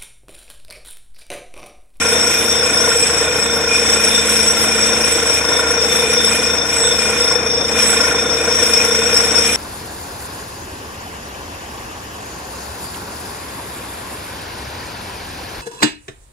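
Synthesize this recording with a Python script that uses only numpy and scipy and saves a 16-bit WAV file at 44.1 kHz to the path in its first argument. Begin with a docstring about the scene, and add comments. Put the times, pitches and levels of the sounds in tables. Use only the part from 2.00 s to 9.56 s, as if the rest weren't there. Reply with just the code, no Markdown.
"""Outdoors at a borewell, beside a pool of slurry, a drilling rig works a few metres away.
An air hammer pounds deep in the hole: timed impulses climb the rods through narrow pass bands.
The turning rod scrapes the steel around it, heard as narrow modes driven by noise that throbs with the blows.
Air, water and grit spray from the well head as coloured noise that surges and puffs.
A six-cylinder diesel drones: sine orders of its firing rate over a broad noise roar."""
import sys
import numpy as np
from scipy import signal
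from scipy.fft import rfft, irfft
from scipy.io import wavfile
from scipy.ndimage import uniform_filter1d

SR = 44100
rng = np.random.default_rng(int(sys.argv[2]) if len(sys.argv) > 2 else 0)


def to_wav(sig):
    """Store sig (one row per channel, or 1-D mono) as 16-bit WAV at the path in sys.argv[1].

    Samples outside -1..1 are clipped; the rate is SR.
    """
    pcm = np.clip(np.atleast_2d(sig), -1, 1) * 32767
    pcm = np.round(pcm).astype(np.int16)
    wavfile.write(sys.argv[1], SR, pcm.T)  # frames by channels


N = 333396
TIME = np.arange(N) / SR
HZ = np.fft.rfftfreq(N, 1 / SR)


def gain_of(db):
    """Logarithmic level: decibels to amplitude."""
    return 10 ** (np.asarray(db) / 20)


def evened(x):
    """Power normalisation: scales to rms 1."""
    return x / np.sqrt(np.mean(x ** 2) + 1e-20)


def curves(rows):
    """Linear interpolation: each column of a time table, sample by sample."""
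    start_s, *columns = np.transpose(rows)
    return [np.interp(TIME, start_s, column) for column in columns]


def read(points, hz):
    """Logarithmic frequency axis: reads a table between its points."""
    point_hz, value = np.transpose(points)
    return np.interp(np.log(hz + 1), np.log(point_hz + 1), value)


def shaped(x, response):
    """Linear filtering: multiplies the spectrum by a frequency response."""
    return irfft(rfft(x) * response, N)


def wander(per_s):
    """Band-limited randomness: smooth chance of about rms 1, its peaks held below 2."""
    fine = signal.resample(rng.standard_normal(400), 400 * 20)
    drift = np.interp(TIME * per_s * 20, np.arange(len(fine)), fine)
    return 2 * np.tanh(drift * 0.55)


def pair(x, likeness):
    """Interaural correlation: two unrelated signals become a left and right of given likeness."""
    side = x[1] * np.sqrt((1 - likeness) / (1 + likeness))
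    return np.array([x[0] + side, x[0] - side])


def placed(x, side_db):
    """Level-difference panning: leans a sound left (positive) or right (negative)."""
    return x * gain_of([[side_db / 2], [-side_db / 2]])


def steadied(x, size):
    """Automatic gain: holds the slow level of a stereo sound at 1, leaving its fast flutter."""
    power = uniform_filter1d((x ** 2).mean(0), size)
    power = uniform_filter1d(power, size // 2)
    x = x / np.sqrt(np.abs(power) + 1e-20)
    return x / x.mean(0).std()


def band(x, hz, width_hz, order):
    """Butterworth resonance: a pass band, steeper with each order."""
    edges = [hz - width_hz / 2, hz + width_hz / 2]
    return signal.sosfilt(signal.butter(order, edges, "bandpass", fs=SR, output="sos"), x)


# likeness of the left and right microphones: pitch_hz, likeness (0-1)
MICROPHONE_LIKENESS = [(60, 0.84), (600, 0.95), (1300, 0.57), (3000, 0.098), (5000, 0), (14000, 0)]


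def coloured(x, spectrum):
    """Spatial coherence: gives two noises a spectrum and a likeness that depends on pitch."""
    likeness = read(MICROPHONE_LIKENESS, HZ)
    mid, side = rfft(x) * gain_of(read(spectrum, HZ)) * np.sqrt([1 + likeness, 1 - likeness])
    return irfft(np.array([mid + side, mid - side]), N) / irfft(mid, N).std()


# rate of the down-hole hammer: start_s, blows_per_s
HAMMER_RATE = [(0.0, 28.05), (0.7, 27.72), (1.1, 27.24), (1.6, 28.08), (2.0, 27.55), (2.35, 28.17),
               (2.9, 27.72), (3.3, 26.77), (3.55, 27.17), (3.85, 28.19), (4.25, 27.61), (4.6, 26.0),
               (4.95, 27.86), (5.3, 26.82), (5.7, 27.89), (6.3, 27.33), (6.8, 27.68), (7.56, 27.78)]


def hammer_turns():
    """Phase accumulation: the count of hammer cycles is the running integral of the blow rate."""
    return np.cumsum(curves(HAMMER_RATE)[0]) / SR


BLOW_SPREAD_DB, BLOW_JITTER_S = 2, .00008  # the piston keeps close time


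def blows(turns, arrival_s, length_s):
    """Impulse excitation: one swell a blow, each of its own strength, and the sharp kick that starts it."""
    at = np.flatnonzero(np.diff(np.floor(turns), prepend=-1))
    size_db, late_s = (rng.standard_normal((len(at), 2)) * [BLOW_SPREAD_DB, BLOW_JITTER_S]).T
    landing = at + ((arrival_s + late_s) * SR).astype(int)
    kicks = np.zeros(N)
    kicks[np.clip(landing, 0, N - 1)] = gain_of(size_db)
    # a double pole makes each swell rise and die smoothly
    decay = np.exp(-1 / (length_s * SR))
    swell = signal.lfilter([1], [1, -2 * decay, decay * decay], kicks)
    return evened(swell), kicks


def rod_band(turns, hz, width_hz, db, arrival_s, length_s, regular, lingering):
    """Periodic waveguide: a blow climbs one pass band as a kick and a noise burst over lingering echoes."""
    swell, kicks = blows(turns, arrival_s, length_s)
    noise = pair(rng.standard_normal((2, N)), read(MICROPHONE_LIKENESS, hz))
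    scatter = noise * evened(swell + lingering)
    kicks = np.roll(evened(kicks), round(length_s * SR))  # onto the peak of the swell
    drive = np.sqrt(regular) * kicks + np.sqrt(1 - regular) * scatter
    return gain_of(db) * steadied(band(drive, hz, width_hz, order=3), size=3300)


# pass bands of the rod string, one dull and several sharp:
# pitch_hz, width_hz, relative level_db, arrival_s after the blow, burst length_s
KNOCK_BAND = (472, 58, -.3, .008, .005)
CLANK_BANDS = [(660, 200, -9.5, .004, .002), (1040, 170, -5, .009, .002), (1422, 95, -1, .0085, .0018),
               (1525, 80, -7.5, .0095, .002), (1810, 80, -8, .014, .004), (2200, 70, -11, .016, .005)]
# their levels, about the usual level of each: start_s, level_db
KNOCK_LEVEL = [(0, -6), (0.1, 4.5), (0.26, -2.6), (0.9, 2.8), (1.05, 0.5), (1.9, -0.5), (2.55, -3.9),
               (3.2, 0.5), (3.42, -2), (3.87, 3.5), (4.73, -3.5), (4.82, 3), (5.0, -2.5), (5.33, 2),
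               (5.6, -0.9), (7.08, 2), (7.25, -1.0), (7.56, -2)]
CLANK_LEVEL = [(0, 3.5), (0.55, -2.5), (0.92, 6), (1.03, -9), (1.15, 1.5), (2.3, -0.4), (3.38, -0.8),
               (3.58, 5.6), (3.8, -1.6), (4.2, 1.2), (4.8, -2.5), (5.3, 2.7), (5.55, -9), (6.02, 5.5),
               (6.35, -2), (6.7, 0.9), (7.15, 1.8), (7.56, -4)]
# shudder of the frame: multiple of the hammer rate, level_db
SHUDDER_ORDERS = [(2, -54), (3, -49), (4, -50), (5, -46), (7, -45), (9, -47), (10, -43), (11, -43),
                  (12, -50), (15, -48)]
KNOCK_DB, CLANK_DB = -24, -29.5
BITE_DB, BITE_PER_S = 1.4, 18  # the bit bites unevenly into the rock
KNOCK_REGULAR, CLANK_REGULAR = .5, .2  # power share of the kicks, against noise, in the drive


def hammer(turns):
    """Dispersive arrival: knock and clanks surface at different delays; the frame shudders in step."""
    knock_db = KNOCK_DB + curves(KNOCK_LEVEL)[0] + BITE_DB * wander(BITE_PER_S)
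    clank_db = CLANK_DB + curves(CLANK_LEVEL)[0] + BITE_DB * wander(BITE_PER_S)
    knock = rod_band(turns, *KNOCK_BAND, regular=KNOCK_REGULAR, lingering=1.0)
    knock = placed(knock, side_db=0.8) * gain_of(knock_db)
    clank = sum(rod_band(turns, *row, regular=CLANK_REGULAR, lingering=0.82) for row in CLANK_BANDS)
    clank = placed(clank, side_db=-2.0) * gain_of(clank_db)
    shudder = 0
    for k in range(2, 16):
        # the frame smears each blow: its harmonics drift against one another
        phase = 2 * np.pi * (k * turns + rng.random()) + wander(1.97)
        shudder = shudder + gain_of(read(SHUDDER_ORDERS, k)) * np.cos(phase)
    return knock + clank + placed(np.sqrt(2) * shudder, 2.2)


def mode(force, hz, width_hz, side_db, phase, grip, size=16):
    """Modal resonance: a slow complex swing on one steel pitch; friction limits the swing."""
    t, rate = TIME[::size], SR / size
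    jolts = force[::size] * (rng.standard_normal((2, len(t), 2)) @ [1, 1j])
    swing = signal.lfilter([1], [1, -np.exp(-np.pi * width_hz / rate)], jolts)
    swing = signal.lfilter(*signal.butter(1, 190, fs=rate), swing)
    swing = pair(swing, .7)  # reflections off the rig make the two sides differ
    height = uniform_filter1d(abs(swing).mean(0), size=60) + 1e-9
    swing = swing / height ** grip
    swing = swing / swing.std() * np.exp([[0], [-1j * phase]])
    carrier = np.exp(2j * np.pi * hz * TIME)
    tone = np.array([np.interp(TIME, t, side) for side in swing]) * carrier
    return placed(tone.real, side_db)


# narrow modes of the rods, the casing and the table, one list a family:
# pitch_hz, width_hz, relative level_db, left minus right side_db, phase_rad between the microphones
STEEL_FAMILIES = [
    [(2428, 26, -1.5, 1.5, -.3), (2470, 70, -7, 2, -.5)],
    [(3568, 44, 0, 4.5, -.6)],
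    [(5422, 24, 0, 5.5, 2.1), (5175, 60, -20, 7, 1.6)],
    [(5614, 36, 0, 7.5, 1.6), (5734, 15, -2, 6, 1.7)],
    [(7954, 20, -3.5, -7, .8), (8009, 22, -3, -4, .6)],
    [(9108, 22, -6, -8, 1.6), (9367, 50, -5, -9, 1.9), (9620, 200, -8, -9, 1.9), (10334, 36, -6, -7, 2),
     (11250, 40, -23, -4, 2), (11840, 40, -17, -2, 1), (12784, 30, -16, -3, .8), (13680, 200, -21, -3, 1)],
]
# the rod catches and the family nearest in pitch squeals out:
# time_s of the height, length_s, pitch_hz, rise_db
SQUEAL_EVENTS = [(.18, .14, 3568, 4), (0.503, 0.094, 3568, 4), (0.69, .14, 7954, 6.5), (.81, 0.18, 5422, 4),
                 (1.006, 0.29, 7954, 6), (1.445, .14, 7954, 12), (1.769, 0.24, 2428, 7),
                 (2.157, 0.2, 3568, 9.5), (2.49, .18, 7954, 10), (2.499, 0.084, 5614, 6.5),
                 (3.04, 0.094, 5422, 6.5), (3.149, 0.086, 7954, 11), (3.94, 0.096, 5614, 7),
                 (4.003, 0.55, 3568, 6), (4.106, 0.098, 2428, 7), (4.238, 0.16, 3568, 9.5),
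                 (4.264, 0.085, 5422, 3), (4.817, 0.32, 7954, 10), (4.89, 0.15, 3568, 8),
                 (5.29, 0.25, 5422, 7.5), (5.498, 0.26, 5614, 2.5), (5.54, 0.13, 5422, 10),
                 (5.902, .14, 7954, 7.5), (6.01, .12, 5422, 7.5), (6.45, 0.086, 7954, 9),
                 (6.571, 0.11, 5614, 7), (6.758, 0.097, 5422, 8.5), (7.172, 0.13, 5422, 6.5),
                 (7.38, 0.066, 5422, 10.5)]


def squeals():
    """Stick-slip friction: each family's extra level in dB, a smooth arch wherever the rod catches."""
    family_hz = np.array([modes[0][0] for modes in STEEL_FAMILIES])
    rise_db = np.zeros((len(STEEL_FAMILIES), N))
    for height_s, length_s, hz, db in SQUEAL_EVENTS:
        arch = np.maximum(1 - (2 * (TIME - height_s) / length_s) ** 2, 0)
        rise_db[np.argmin(abs(family_hz - hz))] += db * arch
    return rise_db


# how the rod presses on each family:
# follow (dB per dB of blow-out), sway_db, place in the sway (0-1), uneven_db
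ROD_PRESSURE = [(0.55, 3, 0.02, 2.6), (-0.15, 2, 0.58, 2.97), (0.38, -0.1, 0.14, 2.5), (.5, 0.3, 0.5, 3.14),
                (1.5, 1.3, 0.6, 2.5), (1.44, 0, 0, 2.6)]
SWAYS_PER_S = 2.96  # the turning rod sways against the steel


def scrapes(flow_db):
    """Contact pressure: each family's level in dB follows blow-out, sway, chance and squeals."""
    pressed_db = []
    for follow, sway_db, place, uneven_db in ROD_PRESSURE:
        sway = np.cos(2 * np.pi * (SWAYS_PER_S * TIME - place))
        pressed_db.append(follow * flow_db + sway_db * sway + uneven_db * wander(20))
    return squeals() + pressed_db


# how each family is driven:
# level_db, throb (share that comes with the blows, 0-1), arrival_s after the blow, grip (0-1)
STEEL_CONTACT = [(-30.5, 0.47, 0.012, 0.02), (-32.5, 0.35, 0.011, 0), (-25.5, 0.6, 0.014, 0.52),
                 (-26, 0.54, 0.011, 0), (-30.5, 0.35, 0.019, 0), (-33, 0.42, .013, 0)]


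def steel(turns, flow_db):
    """Modal superposition: blows jerk the rod against families of modes that vie in level."""
    out = np.zeros((2, N))
    for modes, scrape_db, contact in zip(STEEL_FAMILIES, scrapes(flow_db), STEEL_CONTACT):
        db, throb, arrival_s, grip = contact
        swell, _ = blows(turns, arrival_s, length_s=0.0058)
        force = 1 - throb + throb * swell
        ring = 0
        for hz, width_hz, mode_db, side_db, phase in modes:
            rivalry_db = 2.8 * wander(9)
            ring = ring + gain_of(mode_db + rivalry_db) * mode(force, hz, width_hz, side_db, phase, grip)
        out += steadied(ring, size=2600) * gain_of(scrape_db + db)
    return out


# strength of the blow-out from the well head, about its usual level: start_s, level_db
BLOW_OUT = [(0, 2.0), (1.1, 1.0), (1.66, -4), (1.74, 2.4), (2.5, 1.15), (3.2, 1.6), (3.6, -3), (4.37, 2.5),
            (4.62, -6.5), (4.8, 0), (5.28, -0.8), (5.41, -7.5), (5.64, -8), (5.82, 3.1), (6.28, -4),
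            (6.7, 1.5), (7.0, -0.6), (7.56, 3.5)]
SURGE_DB, SURGES_PER_S = 1.2, 20  # slugs of water make the blow-out surge


def blow_out():
    """Two-phase flow: the blow-out level in dB, a slow course with random surges."""
    return curves(BLOW_OUT)[0] + SURGE_DB * wander(SURGES_PER_S)


# spectrum of the hiss: pitch_hz, relative level_db
SPRAY_SPECTRUM = [(500, -14.5), (1500, 3), (2100, 8), (2900, 3.5), (3400, 6), (3850, 3), (4150, -5.5),
                  (4800, -6), (5500, 1.5), (6400, 2), (7600, 1.5), (9800, -5), (11200, -9.5),
                  (12500, -15.5)]
# lean of the hiss: pitch_hz, left minus right side_db
SPRAY_LEAN = [(1500, -2.5), (2800, 2), (4500, 1.5), (6400, 8), (7500, -2), (8600, -7), (11000, -2)]
SPRAY_DB = -26.5  # before flow and gusts


def spray(turns, flow_db):
    """Turbulent jet noise: air and fine drops hiss out in gusts, puffing with the hammer."""
    swell, _ = blows(turns, arrival_s=0.012, length_s=0.0022)
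    puffs = 1 + 0.13 * swell
    hiss = coloured(rng.standard_normal((2, N)) * puffs, SPRAY_SPECTRUM)
    side_db = read(SPRAY_LEAN, HZ)
    hiss = shaped(hiss, gain_of([side_db / 2, -side_db / 2]))
    gusts_db = .8 * wander(30)
    return hiss * gain_of(SPRAY_DB + .85 * flow_db + gusts_db)


# firing rate of the diesel: start_s, pitch_hz
FIRING_RATE = [(0, 75.25), (1, 74.54), (2, 73.48), (4.3, 74.4), (4.9, 73.4), (5.6, 73.74), (7.56, 74.84)]
# the third firing order swells and fades as the microphone moves through its standing wave:
# start_s, level_db before a 3 dB cut
THIRD_ORDER = [(0.0, -33), (0.81, -33.5), (1.32, -47), (1.47, -33.5), (2.42, -28), (3.02, -29.5),
               (3.53, -63), (3.86, -35), (4.34, -29.5), (4.88, -43), (5.09, -30.5), (5.3, -41),
               (5.78, -29.5), (6.23, -35), (6.41, -43), (6.73, -31.5), (7.56, -32)]
# steady engine lines: multiple of the firing rate, level_db, waver_db, left minus right side_db
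ENGINE_ORDERS = [(1, -36.7, .5, 0), (2, -46, 1.2, 3), (4, -48, 1.5, 1), (4.5, -45, 1.2, 2)]
# spectrum of exhaust, fan and compressor: pitch_hz, relative level_db
ROAR_SPECTRUM = [(20, -39), (45, -53), (75, -2.5), (110, -4.5), (200, -4.5), (300, 4), (420, 1.5),
                 (600, 5.5), (820, 0.5), (1230, -2), (2000, -2), (2800, -12.5), (4200, -57), (8000, -50)]


def diesel():
    """Harmonic orders: sines locked to the firing rate waver in the open air over broadband roar."""
    turns = np.cumsum(curves(FIRING_RATE)[0]) / SR
    hum = np.sqrt(2) * np.sin(2 * np.pi * 3 * turns)
    drone = placed(hum, 5.7) * gain_of(curves(THIRD_ORDER)[0] - 3.0)
    for k, db, waver_db, side_db in ENGINE_ORDERS:
        line = gain_of(waver_db * wander(1.9)) * np.sin(2 * np.pi * (k * turns + rng.random()))
        drone = drone + placed(evened(line), side_db) * gain_of(db)
    roar_db = -26.5 + 2.0 * wander(27)
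    roar = coloured(rng.standard_normal((2, N)), ROAR_SPECTRUM) * gain_of(roar_db)
    return drone + placed(roar, 1.0)


def scene():
    """Superposition: one hammer rhythm drives rods, steel and spray; the blow-out sways steel and spray."""
    turns = hammer_turns()
    flow_db = blow_out()
    return hammer(turns) + steel(turns, flow_db) + spray(turns, flow_db) + diesel()


EDGE_HZ = 14350  # upper limit of the recorder's band


def record(dry):
    """Soft saturation and band limiting: the recorder rounds off the peaks and cuts the top treble."""
    rounded = dry / (1 + (dry / .88) ** 8) ** (1 / 8)
    lowpass = signal.firwin(511, EDGE_HZ, window=("kaiser", 9), fs=SR)
    return signal.oaconvolve(rounded, lowpass[None], "same")


dry = scene()
out = record(dry)
to_wav(out)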